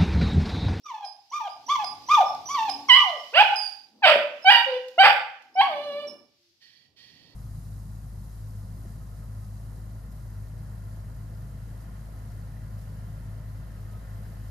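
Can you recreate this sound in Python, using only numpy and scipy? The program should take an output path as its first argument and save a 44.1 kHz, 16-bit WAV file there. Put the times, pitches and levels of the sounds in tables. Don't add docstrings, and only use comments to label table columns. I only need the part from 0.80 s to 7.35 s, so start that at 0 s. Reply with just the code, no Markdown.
import sys
import numpy as np
from scipy import signal
from scipy.fft import rfft, irfft, next_fast_len
from scipy.io import wavfile
from scipy.ndimage import uniform_filter1d, minimum_filter1d

SR = 44100
rng = np.random.default_rng(int(sys.argv[2]) if len(sys.argv) > 2 else 0)


def unload_audio(sound):
    columns = np.transpose(np.atleast_2d(sound))
    steps = np.round(np.clip(columns, -1, 1) * 32767)
    wavfile.write(sys.argv[1], SR, steps.astype(np.int16))


N = 288855
TOP_HZ = 15800

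# f/Hz, level/dB
SHUT_MOUTH = [(1200, 0.5), (1700, -8), (2400, -3.5), (3000, 1.5), (3600, -3), (4400, -7.5), (5400, -19),
              (6500, -31), (9000, -36), (16000, -32)]
# f/Hz, level/dB
RUMBLE_COLOUR = [(20, -45.5), (45, -16), (75, 1), (130, 3.5), (200, -5.5), (400, -19), (1200, -42)]


def gain_of(db):
    return 10 ** (np.asarray(db) / 20)


def evened(x):
    return x / np.sqrt(np.mean(x ** 2) + 1e-20)


def read(points, hz):
    f, value = np.transpose(points)
    return np.interp(np.log(hz + 1), np.log(f + 1), value)


def add(mix, start, sound):
    part = mix[max(round(start * SR), 0):][:len(sound)]
    part += sound[:len(part)]


def coloured(x, colour):
    return irfft(rfft(x) * gain_of(read(colour, np.fft.rfftfreq(len(x), 1 / SR))), len(x))


def noise(colour, size=N):
    return evened(coloured(rng.standard_normal(size), colour))


def wander(size, rate_hz):
    hz = np.fft.rfftfreq(SR, 1 / SR)
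    return evened(irfft(rfft(rng.standard_normal(SR)) / (1 + (hz / rate_hz) ** 4), SR))[:size]


def span(length, fade):
    t = np.arange(0, length + fade, 1 / SR)
    return t, np.sin(np.pi / 2 * np.clip(np.minimum(t, t[-1] - t) / fade, 0, 1)) ** 2


def switch(t, width, before, after):
    return before + (after - before) * (1 + np.tanh(t / width)) / 2


# f/Hz, level/dB
RUSTLE_COLOUR = [(300, -2.5), (1000, 0), (5000, 19.5), (9000, -5), (12000, 2.5), (16000, -8.5)]


def background(rumble_db=-1, rush_db=-2, rustle_db=-1, low_spread=.5):
    # f/Hz, level/dB
    rush_colour = [(100, -24.5), (190, -7.5), (240, 3.5), (330, -1.5), (420, -5), (900, -10.5),
                   (2500, -38.5)]
    # t/s, level/dB
    rumble_levels = [(0.0, -93), (0.64, -83), (1.02, -65.5), (1.6, -61), (1.99, -64.5), (2.24, -82),
                     (4.89, -86.5), (5.09, -69), (5.65, -85.5), (6.55, -62.5)]
    rush_levels = [(0.0, -75), (0.62, -86.5), (0.88, -61.5), (1.92, -57), (1.97, -51.5), (2.21, -70),
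                   (3.08, -73), (3.37, -45.5), (3.52, -65), (4.12, -71), (4.21, -53.5), (4.54, -81),
                   (4.91, -52.5), (5.33, -51.5), (5.65, -87), (6.55, -62)]
    rustle_levels = [(0, -71.5), (1.2, -54.5), (2.861, -51), (3.149, -69.5), (3.789, -56.5), (5.25, -77.5),
                     (5.651, -66.5), (6.55, -86)]
    t = np.arange(N) / SR
    rumble = gain_of(rumble_db + np.interp(t, *np.transpose(rumble_levels)))
    rush = gain_of(rush_db + np.interp(t, *np.transpose(rush_levels)))
    rustle = gain_of(rustle_db + np.interp(t, *np.transpose(rustle_levels)))
    middle, side = (rumble * noise(RUMBLE_COLOUR) + rush * noise(rush_colour) for _ in range(2))
    fizz = rustle * np.array([noise(RUSTLE_COLOUR), noise(RUSTLE_COLOUR)])
    return middle + low_spread * np.array([side, -side]) + fizz


def nose_whistles(glide_share=.45, fade_db=-1.5, jitter=.0051, octave_db=-22):
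    # start/s, length/s, first pitch/Hz, settled pitch/Hz, level/dB
    whistles = [(0.029, .07, 5580, 5950, -56), (0.243, .055, 5180, 4980, -43.5),
                (0.498, .08, 5780, 5850, -49), (0.687, .045, 4700, 5000, -48.5),
                (0.86, .1, 5720, 6020, -45.5), (1.035, .075, 5050, 4900, -36),
                (1.261, .1, 5740, 5950, -46.5), (1.452, .06, 5270, 5330, -44.5),
                (1.65, .085, 5850, 5830, -39.5), (1.888, .055, 5097, 5050, -33),
                (2.079, .025, 5600, 5750, -37), (2.365, .05, 5140, 5380, -53),
                (2.753, .14, 5117, 4690, -29.5), (3.619, .025, 5000, 5300, -46),
                (4.739, .022, 5020, 5440, -49.5), (5.267, 0.0414, 5810, 5200, -42.5)]
    out = np.zeros(N)
    for start, length, first_hz, settled_hz, db in whistles:
        t, gate = span(length, fade=.012)
        hz = settled_hz + (first_hz - settled_hz) * np.exp(-t / (glide_share * length))
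        unsteady = jitter * (hz / 5000) ** 7
        phase = 2 * np.pi * np.cumsum(hz * (1 + unsteady * wander(len(t), rate_hz=220))) / SR
        flutter = 1 + .37 * wander(len(t), rate_hz=140)
        tone = np.sqrt(2) * (np.sin(phase) + gain_of(octave_db) * np.sin(2 * phase))
        add(out, start, gate * gain_of(db + fade_db * t / length) * flutter * tone)
    return out


def overtones(cycles, hz, mouth, bright_db, multiples, waver_db=3.5, entry_s=.0031):
    # f/Hz, share of the lift
    mouth_lift = [(2400, 0.0062), (2800, 0.9), (5000, 0.89), (9000, 0.96)]
    out, t = np.zeros(len(hz)), np.arange(len(hz)) / SR
    for k in multiples:
        db = read(mouth, k * hz) + bright_db * read(mouth_lift, k * hz)
        db += waver_db * wander(len(t), rate_hz=34)
        entry = np.clip(t / (entry_s * k), 0, 1) ** 2
        out += gain_of(db) * (k * hz < TOP_HZ) * entry * np.cos(2 * np.pi * k * cycles)
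    return np.sqrt(2) * out


def whines(level_db=-1, break_s=.008, end_drop=.15, weak_below_hz=740, air_db=-7):
    calls = [(0.043, 0.22, 0.063, 1318, 1186, 892, 566, -41, -36, -9, -17.5),
             (.512, 0.17, 0.087, 800, 1224, 867.4, 870, -30, -30.5, -14, -17.5),
             (0.881, .166, 0.078, 830, 1199, 903, 980, -21, -28.5, -13.5, -16),
             (1.284, 0.15, 0.081, 850, 1238, 901.5, 2970, -15.5, -15, -13.5, -24),
             (1.683, .217, 0.087, 900, 1165, 906, 447, -26, -27, -13, -14),
             (2.149, 0.23, 0.083, 1000, 1215, 835, 2075, -23, -32, -15, -16.5)]
    # f/Hz, level/dB
    air_colour = [(300, -9.5), (1600, -9), (3200, 6), (4200, -5.5), (5800, 5.5), (6600, -6), (7600, -8),
                  (9000, -29.5), (13000, -10), (16000, -15)]
    out = np.zeros(N)
    for (start, length, high_s, first_hz, high_hz, low_hz, sag,
         high_db, low_db, high_over_db, low_over_db) in calls:
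        t, gate = span(length, fade=.0051)
        since_break = t - high_s
        scoop = high_hz + (first_hz - high_hz) * np.exp(-t / .015)
        spent = np.exp((np.minimum(t, length) - length) / .0084)
        hz = switch(since_break, 2 * break_s, scoop, low_hz - sag * since_break) * (1 - end_drop * spent)
        hz *= 1 + .011 * wander(len(t), rate_hz=330)
        cycles = np.cumsum(hz) / SR
        db = level_db + switch(since_break, break_s, high_db, low_db)
        db -= 20 * np.exp(-t / .012) + 6.5 * spent
        db -= 19 * np.maximum(np.log2(weak_below_hz / hz), 0)
        over_db = switch(since_break, break_s, high_over_db, low_over_db)
        upper = overtones(cycles, hz, SHUT_MOUTH, bright_db=-3, multiples=np.arange(2, 16))
        air = gain_of(air_db) * noise(air_colour, len(t))
        flutter = 1 + .45 * wander(len(t), rate_hz=47)
        tone = np.sqrt(2) * np.sin(2 * np.pi * cycles) + gain_of(over_db) * (upper + air)
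        add(out, start, gate * flutter * gain_of(db) * tone)
    return out


def paws(level_db=-9, decay_s=.0057):
    # t/s, level/dB
    scuffs = [(1.22, -43.5), (1.5477, -34.5), (2.3785, -53), (2.4477, -44.5), (3.5724, -57),
              (4.0829, -34.5), (4.623, -45.5)]
    out, t = np.zeros(N), np.arange(4096) / SR
    for start, db in scuffs:
        add(out, start, gain_of(db + level_db) * np.exp(-t / decay_s) * noise(RUSTLE_COLOUR, len(t)))
    return out


def hoots(waver=.019):
    # start/s, end/s, pitch/Hz, level/dB
    notes = [(1.843, 2.12, 282, -51), (3.099, 3.22, 216, -64), (5.551, 5.792, 343, -75.5)]
    out = np.zeros(N)
    for start, end, hz, db in notes:
        size = round((end - start) * SR)
        phase = 2 * np.pi * np.cumsum(hz * (1 + waver * wander(size, rate_hz=25))) / SR
        add(out, start, gain_of(db) * np.sqrt(2) * np.hanning(size) ** .5 * np.sin(phase))
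    return out


def voice(hz, mouth, over_db, bright_db, rough):
    # f/Hz, level/dB
    breath_colour = [(40, -55), (110, -25.5), (230, -27), (380, -33), (520, -0.5), (800, -1.5), (1100, 0.5),
                     (1850, 5.5), (2200, -2.5), (2900, -6.5), (3500, -2.5), (4000, -17), (4700, -5),
                     (5400, -19), (6300, -50.5), (7900, -25.5), (9200, -39.5), (16000, -32.5)]
    size, chaos = len(hz), rough ** 2
    hz = hz * (1 + (.006 + .06 * chaos) * wander(size, rate_hz=100))
    cycles = np.cumsum(hz) / SR
    whole = overtones(cycles, hz, mouth, bright_db, np.arange(2, 26))
    halves = overtones(cycles, hz, mouth, bright_db, np.arange(1, 20) + .5)
    voiced = (whole + gain_of(-3) * rough * halves) / np.sqrt(1 + 3 * chaos)
    puffs = rng.standard_normal(size) * (1 + np.cos(2 * np.pi * cycles))
    breath = (.049 + .72 * chaos) * evened(coloured(puffs, breath_colour))
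    main_tone = np.sqrt(2 - chaos) * np.sin(2 * np.pi * cycles)
    flutter = 1 + .43 * chaos * wander(size, rate_hz=73)
    return flutter * (main_tone + gain_of(over_db) * (voiced + breath))


def barks(level_db=-1, crack_s=.0031, roughen_s=.012, fade_db=-3, dulling_db=-13.5, puff_db=-45):
    # overtones/dB, brightness/dB, roughness/0-1
    calls = [(2.085, .092, 0.047, 0.032, 1115, 982.4, 984.4, 1007, 1112, -28, -15.5, -21.5, 4.5, 18, 1, -6.5, 0.25, 0.03),
             (2.526, 0.1, 0.076, 0.062, 428.2, 653.2, 828.5, 862, 824, -51.5, -16, -6, 3, -2, -3.5, 2, 0.44, 0.56),
             (3.22, 0.14, 0.039, 0.033, 930, 773, 771.3, 625, 564.7, -40, -14.5, -14.5, 3, 5.5, -6, -4, 0.3, 0.83),
             (3.644, 0.17, 0.061, 0.051, 744, 758.6, 820.4, 968.5, 925, -33, -10.5, -23, -2, 15, 0, -1.5, 0, .42),
             (4.178, .154, 0.055, 0.036, 666.4, 784.2, 778, 817.5, 775.3, -22, -9.5, -13, -4, 5, -2.5, -8, .15, 0.98),
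             (4.753, 0.12, .061, 0.096, 743, 760.7, 809.5, 1105, 1117, -37, -3, -23.5, -16, 8.5, -2, -7, 0.1, 0.27)]
    # f/Hz, level/dB
    open_mouth = [(600, 11.5), (1150, -8), (1600, -6), (2300, -4), (3000, 1.5), (3500, -10.5), (4000, -18),
                  (4700, -14), (5400, -32.5), (6300, -40), (7900, -43.5), (9200, -44), (12500, -42),
                  (16000, -42.5)]
    out = np.zeros(N)
    for (start, length, clean_s, swell_s, first_hz, middle_hz, strained_hz, cracked_hz, last_hz,
         first_db, clean_db, cracked_db, clean_over_db, cracked_over_db,
         clean_bright_db, cracked_bright_db, clean_rough, cracked_rough) in calls:
        t, gate = span(length, fade=.0027)
        since_crack = t - clean_s
        opening = np.minimum(t / clean_s, 1)
        closing = np.clip(since_crack / (length - clean_s), 0, 1)
        bend_hz = np.interp(opening, [0, .5, 1], [first_hz, middle_hz, strained_hz])
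        hz = switch(since_crack, crack_s, bend_hz, cracked_hz + (last_hz - cracked_hz) * closing)
        swell_db = clean_db + (first_db - clean_db) * np.maximum(1 - t / swell_s, 0) ** 2
        db = level_db + switch(since_crack, crack_s, swell_db, cracked_db + fade_db * closing ** 2)
        over_db = switch(since_crack, crack_s, clean_over_db, cracked_over_db + dulling_db * closing)
        bright_db = switch(since_crack, crack_s, clean_bright_db, cracked_bright_db)
        rough = switch(since_crack, roughen_s, clean_rough * np.sqrt(opening), cracked_rough)
        puff = gain_of(puff_db) * rough ** 2 * noise(RUMBLE_COLOUR, len(t))
        add(out, start, gate * gain_of(db) * (voice(hz, open_mouth, over_db, bright_db, rough) + puff))
    return out


def moans(push_db_per_octave=25.5, strain_db=2, waver=.016, waver_hz=5.7):
    # start/s, length/s, first pitch/Hz, settled pitch/Hz, settling/s, level/dB, change/dB, overtones/dB
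    calls = [(2.66, 0.076, 841.3, 782.3, 0.077, -32, 5, -20),
             (3.424, .05, 592, 584, 0.019, -32.5, 0.5, -31), (3.856, .11, 542, 502.5, 0.052, -30.5, 3, -22),
             (4.863, 0.39, 902, 579.1, 0.027, -35.5, -4.5, -13)]
    out = np.zeros(N)
    for start, length, first_hz, settled_hz, settle_s, db, change_db, over_db in calls:
        t, gate = span(length, fade=.025)
        hz = settled_hz + (first_hz - settled_hz) * np.exp(-t / settle_s)
        push_db = push_db_per_octave * np.log2(hz / settled_hz)
        hz *= 1 + waver * np.cos(2 * np.pi * waver_hz * t)
        upper_db = over_db - push_db + strain_db * t / length
        tone = voice(hz, SHUT_MOUTH, upper_db, bright_db=0, rough=.098)
        add(out, start, gate * gain_of(db + push_db + change_db * t / length) * tone)
    return out


def sniffs(hiss_db=-3, ring_db=-3):
    # start/s, length/s, level/dB, fade/dB
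    breaths = [(5.798, 0.26, -54.5, -10), (6.154, 0.094, -53.5, -1), (6.239, 0.29, -55.5, -5.5)]
    # f/Hz, level/dB
    nose_colour = [(500, -23.5), (1500, -20.5), (1900, 1.5), (2100, -13.5), (2320, -9), (2650, -6),
                   (3200, -1.5), (3700, -4), (4450, -7), (5200, -3), (6600, -19), (9000, -29), (13000, -26),
                   (16000, -33)]
    # f/Hz, width/Hz, level/dB
    nose_rings = [(1914, 81, -1.5), (2330, 83, -8), (3240, 100, 0.5), (4450, 210, 4)]
    out = np.zeros(N)
    for start, length, db, fade_db in breaths:
        t, gate = span(length, fade=.029)
        hz = np.fft.rfftfreq(len(t), 1 / SR)
        peaks = sum(gain_of(peak_db) / (1 + (2 * (hz - centre) / width) ** 2)
                    for centre, width, peak_db in nose_rings)
        rings = gain_of(ring_db) * evened(irfft(rfft(rng.standard_normal(len(t))) * peaks, len(t)))
        hiss = gain_of(hiss_db) * noise(nose_colour, len(t))
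        add(out, start, gate * gain_of(db + fade_db * t / length) * (hiss + rings))
    return out


def wall_echoes(x, first_echo_s=.0082, build_s=.009, echoes_per_s=3000):
    # f/Hz, time to fade by 60 dB/s
    ring_times = [(150, .65), (600, .5), (2000, .54), (5000, .46), (15000, .4)]
    # f/Hz, likeness/0-1
    likeness = [(100, 1), (600, 0.93), (1400, .2), (3000, 0.037), (15000, 0.99)]
    echoes = rng.standard_normal((2, SR)) * (rng.random((2, SR)) < echoes_per_s / SR)
    hz, t, (left, other) = signal.stft(echoes, SR, nperseg=256)
    same = read(likeness, hz)[:, None]
    right = same * left + np.sqrt(1 - same ** 2) * other
    decay = gain_of(-60 * t / read(ring_times, hz)[:, None])
    tail = signal.istft(np.array([left, right]) * decay, SR, nperseg=256)[1]
    tail *= np.clip((np.arange(tail.shape[1]) / SR - first_echo_s) / build_s, 0, 1)
    return signal.fftconvolve(x[None], tail / np.linalg.norm(tail[0]), axes=1)[:, :N]


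def microphone(echoes, direct_sounds):
    # delay/s, share of the strength
    near_echoes = [(.00132, 0.023), (.0051, 0.11)]
    # f/Hz, left minus right/dB
    balance = [(300, -0.5), (900, 0.5), (1600, -1.5), (2200, -5), (3000, -10), (4600, -19), (5400, -10),
               (6200, -6.5), (7800, 15.5), (10000, 9), (12500, 2.5), (15000, -2.5)]
    size = next_fast_len(N + 4096)
    hz = np.fft.rfftfreq(size, 1 / SR)
    pair = rfft(echoes, size)
    for sound, lag_s in direct_sounds:
        pair += rfft(sound, size) * np.exp(-2j * np.pi * hz * np.array([[0], [lag_s]]))
    copies = sum(share * np.exp(-2j * np.pi * hz * delay) for delay, share in near_echoes)
    pair *= 1 + copies / (1 + hz / 6000)
    ratio = gain_of(read(balance, hz))
    openings = np.array([ratio, np.ones(len(hz))]) * np.sqrt(2 / (1 + ratio ** 2))
    return irfft(pair * openings, size)[:, :N]


def scene(whine_echo_db=-5, bark_echo_db=-6, whistle_echo_db=-6, small_echo_db=-5, chop=.53):
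    whining = whines()
    barking = barks() + moans()
    whistling = nose_whistles() * (1 + chop * np.tanh(whining / .012))
    small_sounds = sniffs() + paws()
    echoes = wall_echoes(gain_of(whine_echo_db) * whining + gain_of(bark_echo_db) * barking
                         + gain_of(whistle_echo_db) * whistling + gain_of(small_echo_db) * small_sounds)
    direct_sounds = [(whining + whistling, .00003), (barking + small_sounds, .0001)]
    return microphone(echoes, direct_sounds) + background() + hoots()


def record(dry, ceiling=1.0):
    allowed_gain = np.minimum(1, ceiling / (abs(dry).max(0) + 1e-9))
    limited = dry * uniform_filter1d(minimum_filter1d(allowed_gain, size=200), size=200)
    treble_cut = signal.firwin(511, TOP_HZ, window=("kaiser", 9), fs=SR)
    return signal.oaconvolve(limited, treble_cut[None], "same")


dry = scene()
out = record(dry)
unload_audio(out)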